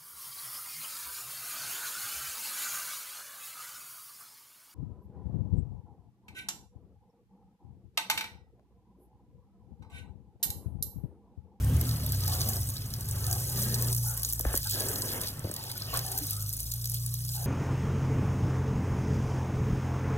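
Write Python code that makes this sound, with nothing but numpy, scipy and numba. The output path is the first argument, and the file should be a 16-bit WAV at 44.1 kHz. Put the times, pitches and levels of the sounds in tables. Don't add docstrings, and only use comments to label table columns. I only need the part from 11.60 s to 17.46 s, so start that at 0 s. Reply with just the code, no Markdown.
import sys
import numpy as np
from scipy import signal
from scipy.fft import rfft, irfft
from scipy.io import wavfile
from scipy.ndimage import uniform_filter1d
from numba import njit

SR = 44100
rng = np.random.default_rng(int(sys.argv[2]) if len(sys.argv) > 2 else 0)


def store_pcm(level_fs):
    pcm = np.round(np.clip(level_fs, -1, 1) * 32767).astype(np.int16)
    wavfile.write(sys.argv[1], SR, np.atleast_2d(pcm).T)


N = 258426
T = np.arange(N) / SR
HZ = np.maximum(np.fft.rfftfreq(2 * N, 1 / SR), 1)

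# (time [s], fine drops [dB], coarse drops [dB])
SPRAY_PATH = [(0, -47, -72), (.47, -41.5, -46), (.8, -36, -43), (.95, -35, -48), (1.22, -45.5, -55.5),
              (1.45, -43.5, -53), (1.76, -35.5, -49.5), (2.15, -35, -45), (2.42, -35.5, -54),
              (2.87, -41.5, -54.5), (3.15, -33.5, -37.5), (3.55, -36.5, -65), (3.8, -50, -55.5),
              (4.0, -44.5, -48), (4.25, -44.5, -45.5), (4.55, -37.5, -46), (4.85, -40, -51),
              (5.58, -41.5, -52.5), (5.86, -39, -49)]
# (frequency [Hz], density [dB])
FINE_SPECTRUM = [(3000, -19), (5500, 0), (7500, 0.5), (10000, 0.5), (12000, 2.5), (14000, 2), (16000, 2)]
# (frequency [Hz], density [dB])
COARSE_SPECTRUM = [(1400, -68), (2200, -9), (2800, -6), (3800, 0.5), (4800, 6.5), (6300, -9), (8000, -24),
                   (12000, -25)]
# (frequency [Hz], width [Hz], gain [dB], left-right phase [rad])
STEREO_BANDS = [(7450, 350, -1, 1.5), (8350, 400, 3, 0), (8930, 350, -3, 2.2), (9540, 400, 2.5, -.3),
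                (10400, 300, 1, -1.9), (11000, 400, -2, 0), (11550, 350, 1, 1.9), (12450, 500, 3, 0),
                (13180, 280, -2, 2.3), (13620, 350, 5, -.4), (14100, 500, -3, 0), (14600, 300, 0, -1.8)]


def undb(db):
    return 10 ** (np.asarray(db) / 20)


def unit(x):
    return x / np.sqrt(np.mean(x ** 2))


def curves(table):
    s, *columns = np.transpose(table)
    return [np.interp(T, s, c) for c in columns]


def over_hz(points):
    hz, value = np.transpose(points)
    return np.interp(np.log(HZ), np.log(hz), value)


def filtered(x, response):
    return irfft(rfft(x, 2 * N) * response)[..., :N]


def causal(db):
    cepstrum = irfft(db * np.log(10) / 20)
    cepstrum[1:N] *= 2
    cepstrum[N + 1:] = 0
    return np.exp(rfft(cepstrum))


def coloured(x, points):
    return unit(filtered(x, causal(over_hz(points))))


def bump(hz, width_hz):
    return 1 / (1 + (2 * (HZ - hz) / width_hz) ** 2)


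def walk(rate):
    knots = rng.standard_normal(2048)
    return np.interp(T * rate, np.arange(len(knots)), knots)


def fade(t, t60):
    return np.exp(-np.log(1000) * t / max(t60, 1e-4))


def add(track, s, sound):
    i = int(np.clip(s * SR, 0, N - 1))
    track[i:i + len(sound)] += sound[:N - i]


def dwell(s, length, rise, fall):
    return np.interp(T, [s - rise, s, s + length, s + length + fall], [0, 1, 1, 0])


@njit
def grains(start, hz, ring_s, size, glide):
    out = np.zeros(N)
    for k in range(len(start)):
        i, n = int(start[k] * SR), int(5 * ring_s[k] * SR) + 2
        w = 2 * np.pi * hz[k] / SR
        phasor = size[k] + 0j
        step = np.exp(1j * w - 1 / (ring_s[k] * SR))
        rise = np.exp(1j * w * glide / n)
        for j in range(i, min(i + n, N)):
            phasor *= step
            step *= rise
            out[j] += phasor.imag
    return out


def drops(lo_hz, hi_hz, ring_s, spread_db, slugs_db, count):
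    when, pitch, ring, chance = rng.random((count, 4)).T
    size = undb(spread_db * np.minimum(-np.log(1 - chance), 5))
    hz = lo_hz + pitch * (hi_hz - lo_hz)
    rings_s = ring_s * 2 ** (2 * ring - 1)
    x = grains(when * N / SR, hz, rings_s, size, 0.015)
    x = x * undb(slugs_db)
    flow = uniform_filter1d(uniform_filter1d(x ** 2, size=3000), size=2000)
    return x / np.sqrt(np.abs(flow) + 1e-9)


def slug_flow(count):
    slug_s, mist_power = 0.004, 1.2
    when, size = rng.random((count, 2)).T
    hits = np.bincount((when * N).astype(int), size ** 2, N)
    power = signal.lfilter([1], [1, -np.exp(-1 / (slug_s * SR))], hits)
    return 10 * np.log10(mist_power + power / power.mean())


def spray():
    # (time [s], length [s], fine drops [dB], coarse drops [dB])
    gushes = [(0.25, 0.11, -43, -48.5), (0.687, 0.048, -39.5, -42), (1.158, 0.087, -59, -48.5),
              (1.977, 0.081, -34.5, -44), (2.467, 0.033, -33, -63), (2.671, 0.038, -36.5, -46.5),
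              (2.89, .1, -60, -55), (2.942, 0.02, -33, -52), (3.485, 0.031, -43, -39.5),
              (3.625, 0.077, -39.5, -42.5), (4.062, 0.044, -45.5, -47), (4.345, 0.034, -38, -39),
              (4.648, 0.091, -43, -46), (5.001, 0.03, -40, -59), (5.336, 0.036, -40.5, -46),
              (5.724, 0.048, -38.5, -50)]
    edge_s = 0.027
    fine_gain, coarse_gain = undb(curves(SPRAY_PATH))
    for s, length, fine_db, coarse_db in gushes:
        gush = dwell(s, length, edge_s, edge_s)
        fine_gain = np.hypot(fine_gain, undb(fine_db) * gush)
        coarse_gain = np.hypot(coarse_gain, undb(coarse_db) * gush)

    slugs_db = slug_flow(count=800)
    mist_db = 0.89 * slugs_db + 1.0 * walk(130)
    fine_db = slugs_db + 1.5 * walk(90)
    coarse_db = slugs_db + 1.7 * walk(90)
    mist = drops(9820, 14800, ring_s=0.00028, spread_db=-1.0, slugs_db=mist_db, count=24000)
    fine = drops(3900, 10590, ring_s=0.0016, spread_db=1.8, slugs_db=fine_db, count=11000)
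    coarse = drops(1840, 8770, ring_s=0.0012, spread_db=1.6, slugs_db=coarse_db, count=14000)
    crackle = undb(0.57) * fine_gain * coloured(mist + fine, FINE_SPECTRUM)
    splatter = undb(1.2) * coarse_gain * coloured(coarse, COARSE_SPECTRUM)
    return crackle + splatter


def drumming():
    # (time [s], level [dB])
    runoff_levels = [(0, -49.5), (1.15, -56), (1.4, -54.5), (2.4, -58.5), (3.05, -60.5), (3.65, -52.5),
                     (4.55, -52), (4.9, -64.5), (5.86, -64)]
    # (time [s], length [s], level [dB], deep part against it [dB], rise [s])
    passes = [(0.1, 0.15, -50.5, 3.5, 0.046), (0.254, 0.28, -52.5, -6, .05),
              (0.638, 0.33, -48.5, -2, 0.059), (1.547, 0.28, -50.5, 0, 0.055),
              (1.974, 0.33, -47.5, 2.5, 0.18), (2.523, 0.12, -54, -22, 0.056),
              (2.854, 0.11, -45, -5, 0.019), (3.17, 0.16, -45, 4.5, 0.049), (3.365, 0.2, -47, 3, 0.056),
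              (3.539, 0.1, -44.5, -3, 0.051), (4.28, 0.13, -51, -15, 0.038),
              (4.341, 0.032, -39.5, -10.5, 0.016), (4.414, .2, -57.5, 0, .04),
              (5.823, 0.12, -54.5, -3, 0.077)]
    # (frequency [Hz], density [dB])
    panel_spectrum = [(300, -8), (550, 2.5), (700, 1), (1000, -2), (1350, -3.5), (1700, -5), (2100, -6),
                      (3000, -2), (5000, -17.5)]
    # (frequency [Hz], density [dB])
    deep_spectrum = [(100, -16.5), (200, 1), (260, 5.5), (310, 3), (390, 3.5), (520, 3), (700, -1),
                     (1200, -19)]
    # (frequency [Hz], width [Hz], gain [dB])
    bodywork = [(381, 22, 7), (459, 32, 4), (850, 45, 3), (1103, 45, 5), (1264, 60, 5), (1575, 80, 5),
                (1765, 55, 5)]
    gain = undb(curves(runoff_levels)[0])
    deep_gain = gain * undb(-3.5)
    for s, length, db, deep_db, rise in passes:
        on_panel = undb(db) * dwell(s, length, rise, fall=0.044)
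        gain = np.hypot(gain, on_panel)
        deep_gain = np.hypot(deep_gain, on_panel * undb(deep_db))

    slugs_db = 1.1 * walk(60)
    panels = drops(400, 4000, ring_s=0.002, spread_db=2.2, slugs_db=slugs_db, count=14000)
    bubbles = drops(480, 2200, ring_s=0.018, spread_db=3.4, slugs_db=slugs_db, count=1800)
    deep = drops(140, 1000, ring_s=0.01, spread_db=2.0, slugs_db=slugs_db, count=7000)
    wash = gain * undb(3.0) * coloured(panels + undb(-2.5) * bubbles, panel_spectrum)
    wash = wash + deep_gain * undb(2.5) * coloured(deep, deep_spectrum)
    resonance_db = sum(db * bump(hz, width) for hz, width, db in bodywork)
    return undb(-2.0) * filtered(wash, causal(resonance_db))


def engine(run, orders):
    # (frequency [Hz], gain [dB])
    yard = [(45, -6), (52, -4.5), (56, 7.5), (60, -3.5), (68, 5), (76, -0.5), (84, 3.5), (94, 7),
            (104, 3.5), (111, -5.5), (118, 5.5), (128, -5), (136, 1), (144, -9), (152, -4), (165, -13),
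            (200, -22)]
    hz, level_db = curves(run)
    turns = np.cumsum(hz * (1 + 0.001 * walk(30))) / SR
    hum = 0
    for k, db in orders:
        yard_db = np.interp(k * hz, *np.transpose(yard))
        waver_db = 0.7 * walk(20)
        tone = np.sin(2 * np.pi * (round(k) * turns + rng.random()))
        hum = hum + undb(level_db + db + yard_db + waver_db) * tone
    return np.sqrt(2) * hum


def drone(hz=121):
    # (time [s], level [dB])
    drone_levels = [(0, -44), (.55, -50), (.8, -43), (1.3, -48), (1.8, -40), (2.1, -62), (2.85, -62),
                    (3.25, -43), (3.55, -53), (3.8, -46), (4.2, -51), (4.45, -44), (4.7, -66), (5.86, -72)]
    turns = np.cumsum(hz * (1 + 0.0072 * walk(8.3))) / SR
    waver_db = 1.5 * walk(10)
    tone = np.sin(2 * np.pi * turns) + undb(-8.5) * np.sin(2 * np.pi * turns * 5 / 4)
    return np.sqrt(2) * undb(curves(drone_levels)[0] + waver_db) * tone


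def rumble():
    # (time [s], level [dB])
    rumble_levels = [(0, -35), (.17, -33), (.35, -41), (1.2, -45), (2.1, -50), (2.7, -55), (3.3, -44),
                     (3.85, -45), (4.1, -53), (4.4, -50), (4.9, -56), (5.86, -57)]
    # (frequency [Hz], density [dB])
    rumble_spectrum = [(20, -15), (35, -11), (55, -7), (75, -4), (100, -6), (125, -4.5), (160, -7),
                       (220, -12), (290, -16), (400, -34), (1000, -42)]
    return coloured(rng.standard_normal(N), rumble_spectrum) * undb(curves(rumble_levels)[0])


def motors():
    # (time [s], cycle rate [Hz], level [dB])
    revving = [(0, 32.34, -32.5), (.11, 36.56, -20), (.19, 40.62, -36), (.33, 38.86, -25.5),
               (.5, 34.14, -31.5), (.67, 31.1, -32.5), (.83, 26.98, -34), (1.02, 23.77, -37.5),
               (1.3, 25.53, -49), (1.52, 25.69, -34.5), (1.74, 25.6, -34.5), (1.88, 26, -43.5),
               (2.05, 25.65, -78)]
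    # (multiple of the cycle rate, level [dB])
    revving_orders = [(2, -7.5), (3, -2.5), (4, -1.5), (5, -5.5)]
    # (time [s], cycle rate [Hz], level [dB])
    humming = [(0, 27.6, -30.5), (.35, 26.84, -44), (.85, 26.66, -39), (1.3, 26.6, -39),
               (1.42, 30.64, -38.5), (1.82, 30.68, -39.5), (1.95, 30.6, -31.5), (2.25, 29.74, -30.5),
               (2.48, 29.4, -33.5), (2.6, 28.55, -38.5), (2.95, 28.38, -35.5), (3.1, 25.6, -38),
               (3.48, 25.8, -43), (3.65, 25.7, -48), (4.03, 24.77, -53), (4.25, 25.68, -41),
               (4.4, 29.94, -38), (4.56, 29.7, -41), (4.65, 25.84, -38.5), (4.86, 25.9, -35),
               (5.0, 27.57, -39.5), (5.15, 29.2, -37.5), (5.5, 29.8, -34.5), (5.86, 30.6, -34.5)]
    # (multiple of the cycle rate, level [dB])
    humming_orders = [(2, -6), (3, -15), (4, -1.5), (5, -7), (6, -7)]
    engines = engine(revving, revving_orders) + engine(humming, humming_orders)
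    return undb(-2.5) * engines + drone() + rumble()


def light_slaps(count=40):
    when, *chance = rng.random((count, 4)).T
    when = when * T[-1]
    size, coarse, pitch = (2 * np.array(chance) - 1) * np.sqrt(3)
    db = np.interp(when, T, curves(SPRAY_PATH)[0]) - 1.5 + 1.5 * size
    return list(zip(when, db, -8.5 + 5 * coarse, 8800 * (1 + 0.25 * pitch)))


def slaps():
    # (time [s], onset level [dB], coarse part against it [dB], mid pitch of bubbles [Hz])
    timed_slaps = [(0.0454, -39, -20, 9050), (0.1661, -37.5, -24, 9750), (0.2119, -29, -12, 12200),
                   (0.2784, -40, -16, 9000), (0.2914, -34.5, -3, 12320), (0.3113, -44, 6, 6050),
                   (0.4637, -31, -30, 12300), (0.5211, -29.5, -13, 13570), (0.5479, -35, -22, 13300),
                   (0.5712, -41, -9, 9100), (0.6361, -41, 5, 5920), (0.6628, -35, -20, 13570),
                   (0.6782, -28, -6, 13500), (0.7353, -36, 1, 5900), (0.7507, -34, -24, 11220),
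                   (0.8082, -30.5, -5, 6070), (0.8152, -30, -2, 5710), (0.8885, -27, -27, 13920),
                   (0.894, -31, -24, 7840), (0.9333, -38, -1, 12700), (1.0114, -45, -24, 12000),
                   (1.0887, -34.5, -24, 8690), (1.1012, -34, -27, 11030), (1.1673, -42.5, 6.5, 7960),
                   (1.3377, -33, -3, 5440), (1.4086, -36, -24, 11920), (1.4874, -34, -24, 11420),
                   (1.4961, -41, -20, 10950), (1.511, -32.5, -22, 7920), (1.6418, -40.5, 1, 6990),
                   (1.6661, -30, -8, 9700), (1.7122, -28, -16, 6620), (1.7275, -26, -11.5, 10500),
                   (1.7922, -42, -22, 14840), (1.991, -33, -16, 11340), (2.0325, -31, -24, 13300),
                   (2.1425, -26, -5, 5900), (2.2233, -27, -20, 13900), (2.2838, -34.5, -5.5, 8050),
                   (2.3277, -26.5, -12, 8570), (2.3485, -28, -20, 11530), (2.3645, -30, -32, 12500),
                   (2.5753, -30, -24, 11000), (2.6204, -37, -24, 9960), (2.6318, -27.5, -7, 11350),
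                   (2.6484, -25.5, -11.5, 6930), (2.6995, -33, -24, 10100), (2.7256, -28.5, -29, 11780),
                   (2.7324, -26.5, -30, 14800), (2.7939, -27.5, -33, 13800), (2.8095, -29, -22, 11900),
                   (2.9533, -28.5, -24, 7540), (2.9612, -31, -24, 12000), (2.9748, -23, -15, 12130),
                   (3.0191, -44, -16, 8910), (3.0703, -31.5, -7, 8110), (3.0972, -29, -24, 15500),
                   (3.1101, -28, -18, 7080), (3.1209, -39, -4, 7000), (3.1334, -39, -4, 7000),
                   (3.1411, -31, -24, 7270), (3.2057, -27.5, -10, 10200), (3.2854, -28.5, -24, 8080),
                   (3.3578, -35.5, -3, 12800), (3.4203, -29.5, -4.5, 8100), (3.6134, -29.5, -19, 11090),
                   (3.6721, -37, 3.5, 12200), (3.7934, -38, -24, 8270), (3.9135, -34, -26, 8700),
                   (3.9398, -33.5, -24, 9960), (3.964, -33.5, -4, 7470), (4.0378, -39, -11, 7900),
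                   (4.1153, -34.5, -4.5, 9600), (4.1768, -35.5, -17, 11800), (4.2204, -48, 13, 5600),
                   (4.3398, -32, -9, 13460), (4.3726, -24.5, -25, 9400), (4.3911, -31, -3, 6030),
                   (4.4642, -31.5, -24, 10520), (4.5169, -31, -22, 9920), (4.5771, -27, -25, 12220),
                   (4.5858, -28, -28, 11690), (4.6683, -33, -24, 15000), (4.7082, -27.5, -21, 12200),
                   (4.7307, -32.5, -24, 8100), (4.8237, -35, -26, 12300), (4.8923, -32.5, -27, 12520),
                   (4.9284, -33, -28, 9240), (4.9353, -32, -14, 11000), (4.968, -34.5, -22, 10030),
                   (4.9757, -40, -22, 10000), (5.0036, -31.5, -22, 9600), (5.1156, -33, -9, 6730),
                   (5.1195, -32, -11, 7000), (5.138, -32, -13, 12160), (5.2434, -35.4, -6, 12610),
                   (5.2561, -30.5, -7, 11700), (5.2733, -35.5, -27, 6300), (5.2971, -31, -24, 11920),
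                   (5.3179, -32.5, -24, 10500), (5.3426, -30.5, -18, 11860), (5.4619, -31, -28, 11070),
                   (5.478, -45, -20, 10930), (5.5404, -31, -13, 11890), (5.6496, -36.2, -24, 11500),
                   (5.6905, -36, -5, 7970)]
    crack_t60_s, patter_t60_s, bubble_t60_s = 0.014, 0.065, 0.018
    high, low, t = np.zeros(N), np.zeros(N), T[:4096]
    envelope = fade(t, crack_t60_s) + 0.3 * fade(t, patter_t60_s)
    for s, db, low_db, hz in list(timed_slaps) + light_slaps():
        burst = rng.standard_normal((2, len(t))) * envelope
        detune, phase = rng.random((2, 4, 1))
        bubble_hz = hz * (1 + 0.17 * (detune - 0.5))
        cluster = np.sin(2 * np.pi * (bubble_hz * t + phase)).sum(axis=0)
        burst[0] += undb(-3) * cluster * fade(t, bubble_t60_s)
        burst *= undb(db) / np.sqrt(np.mean(burst[:, :128] ** 2, axis=1, keepdims=True))
        add(high, s, burst[0])
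        add(low, s, burst[1] * undb(low_db))
    crack = filtered(high, causal(over_hz(FINE_SPECTRUM) - 1))
    splat_db = over_hz(COARSE_SPECTRUM) + over_hz([(2200, -10.5), (4000, 2.5)])
    return undb(5) * crack + undb(8.5) * filtered(low, causal(splat_db))


def hollow():
    # (time [s], length [s], level [dB], middle pitch [Hz])
    hollow_parts = [(.049, 1, -44.5, 248), (0.674, 0.33, -44.5, 729), (.69, 0.2, -51, 1120),
                    (0.865, 0.1, -40, 227), (1.678, 0.13, -41.5, 753), (1.68, 0.1, -52.5, 1264),
                    (1.95, 0.47, -41, 214), (1.96, 0.35, -52.5, 1790), (2.443, 0.14, -50, 850),
                    (2.461, 0.11, -49, 1390), (2.861, 0.14, -48.5, 1666), (3.053, 0.025, -48, 830),
                    (3.053, 0.035, -44.5, 1497), (3.12, 0.4, -51.5, 1695), (3.95, 0.23, -50, 852),
                    (4.283, 0.058, -45, 2720), (4.33, 0.064, -41, 727), (4.332, 0.072, -40.5, 1117),
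                    (4.34, 0.054, -44, 1480), (4.448, 0.16, -43, 787), (4.61, 0.044, -39, 286),
                    (4.72, 0.16, -53.5, 1310), (5.75, 0.13, -44.5, 775), (5.75, 0.11, -59.5, 1552)]
    wander, ring_width = 0.025, 0.14
    out, t = np.zeros(N), T[:20000]
    for s, length, db, hz in hollow_parts:
        b, a = signal.butter(2, np.clip(hz * ring_width / 2, 3, 500), fs=SR)
        noise = rng.standard_normal((2, len(t) + 4000))
        cos_part, sin_part = signal.lfilter(b, a, noise)[:, 4000:]
        angle = 2 * np.pi * np.cumsum(hz * (1 + wander * walk(19.5)[:len(t)])) / SR
        ring = unit(cos_part * np.cos(angle) + sin_part * np.sin(angle))
        envelope = np.interp(t / length, [0, 0.2, 0.7, 1.15], [0.8, 1.0, 0.76, 0.034])
        add(out, s, undb(db) * ring * envelope)
    return out


def thuds():
    # (time [s], pitch [Hz], level [dB], t60 [s])
    thud_list = [(0.139, 77, -2.5, 0.19), (2.862, 59, -6.5, 0.091), (2.948, 96, -15, 0.082),
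                 (3.845, 106.3, -10, 0.049)]
    out, t = np.zeros(N), T[:12000]
    for s, hz, db, t60 in thud_list:
        add(out, s, -undb(db) * np.sin(2 * np.pi * hz * t) * fade(t, t60) * (1 - fade(t, t60)))
    return out


def knocks():
    # (time [s], sweep peak [dB], starting pitch [Hz])
    knock_list = [(2.7989, -30, 1000), (2.8505, -28.5, 2400), (2.852, -24, 850), (2.9395, -27.5, 2170),
                  (2.942, -23, 750), (3.845, -31, 620), (3.851, -28.5, 590), (3.872, -32, 640),
                  (3.898, -30, 590), (3.916, -36, 600)]
    # (frequency [Hz], t60 [s], level [dB])
    modes = [(132.1, 0.025, 4.5), (335, 0.031, -26), (548, 0.1, 1), (860, 0.037, -16), (1305, 0.0089, -20),
             (1704, 0.062, 7), (2290, .008, -18)]
    end_hz, fall_s, sweep_t60_s = 170, 0.0032, 0.04
    out, t = np.zeros(N), T[:12000]
    for s, db, top_hz in knock_list:
        detune = 1 + 0.068 * rng.standard_normal(len(modes))
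        ring = np.zeros(len(t))
        for (hz, t60, mode_db), d in zip(modes, detune):
            strength = undb(mode_db) / (1 + (hz / top_hz) ** 3)
            ring += strength * np.sin(2 * np.pi * hz * d * t) * fade(t, t60)
        sweep_hz = end_hz + (top_hz - end_hz) * np.exp(-t / fall_s)
        sweep = np.sin(2 * np.pi * np.cumsum(sweep_hz) / SR)
        sweep *= fade(t, sweep_t60_s) * (1 - fade(t, 0.0021))
        add(out, s, undb(db) * (sweep / np.abs(sweep).max() + undb(-5) * ring / np.abs(ring).max()))
    return out


def washing():
    return spray() + drumming() + slaps() + hollow() + thuds() + knocks()


def scene():
    # (frequency [Hz], phase [rad])
    stereo_phase = [(450, .15), (750, 1.2), (1500, .5), (2300, 2.2), (3300, 1.2), (4000, 1.9), (4700, 3.1),
                    (5400, 4.5), (6000, 5.4), (7000, 6.28), (16000, 6.28)]
    # (frequency [Hz], level [dB])
    side_share = [(300, -12), (600, -4), (1500, -5), (2500, -5), (4000, -5), (6000, -6.5), (16000, -6.5)]
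    sides = np.array([[1], [-1]])
    apart = 1 / (1 + (420 / HZ) ** 6)
    band_phase = sum(shift * bump(hz, width) for hz, width, db, shift in STEREO_BANDS)
    phase = apart * (over_hz(stereo_phase) + band_phase)
    ahead = filtered(washing(), np.exp(0.5j * sides * phase))
    around = filtered(washing(), apart * undb(over_hz(side_share)))
    return undb(-3.0) * (ahead + sides * around) + motors()


def record(dry):
    treble_db = sum(db * bump(hz, width) for hz, width, db, shift in STEREO_BANDS)
    lowpass = signal.ellip(12, 0.2, 80, 15850, fs=SR, output="sos")
    return signal.sosfilt(lowpass, filtered(dry, causal(treble_db)))


dry = scene()
out = record(dry)
store_pcm(out)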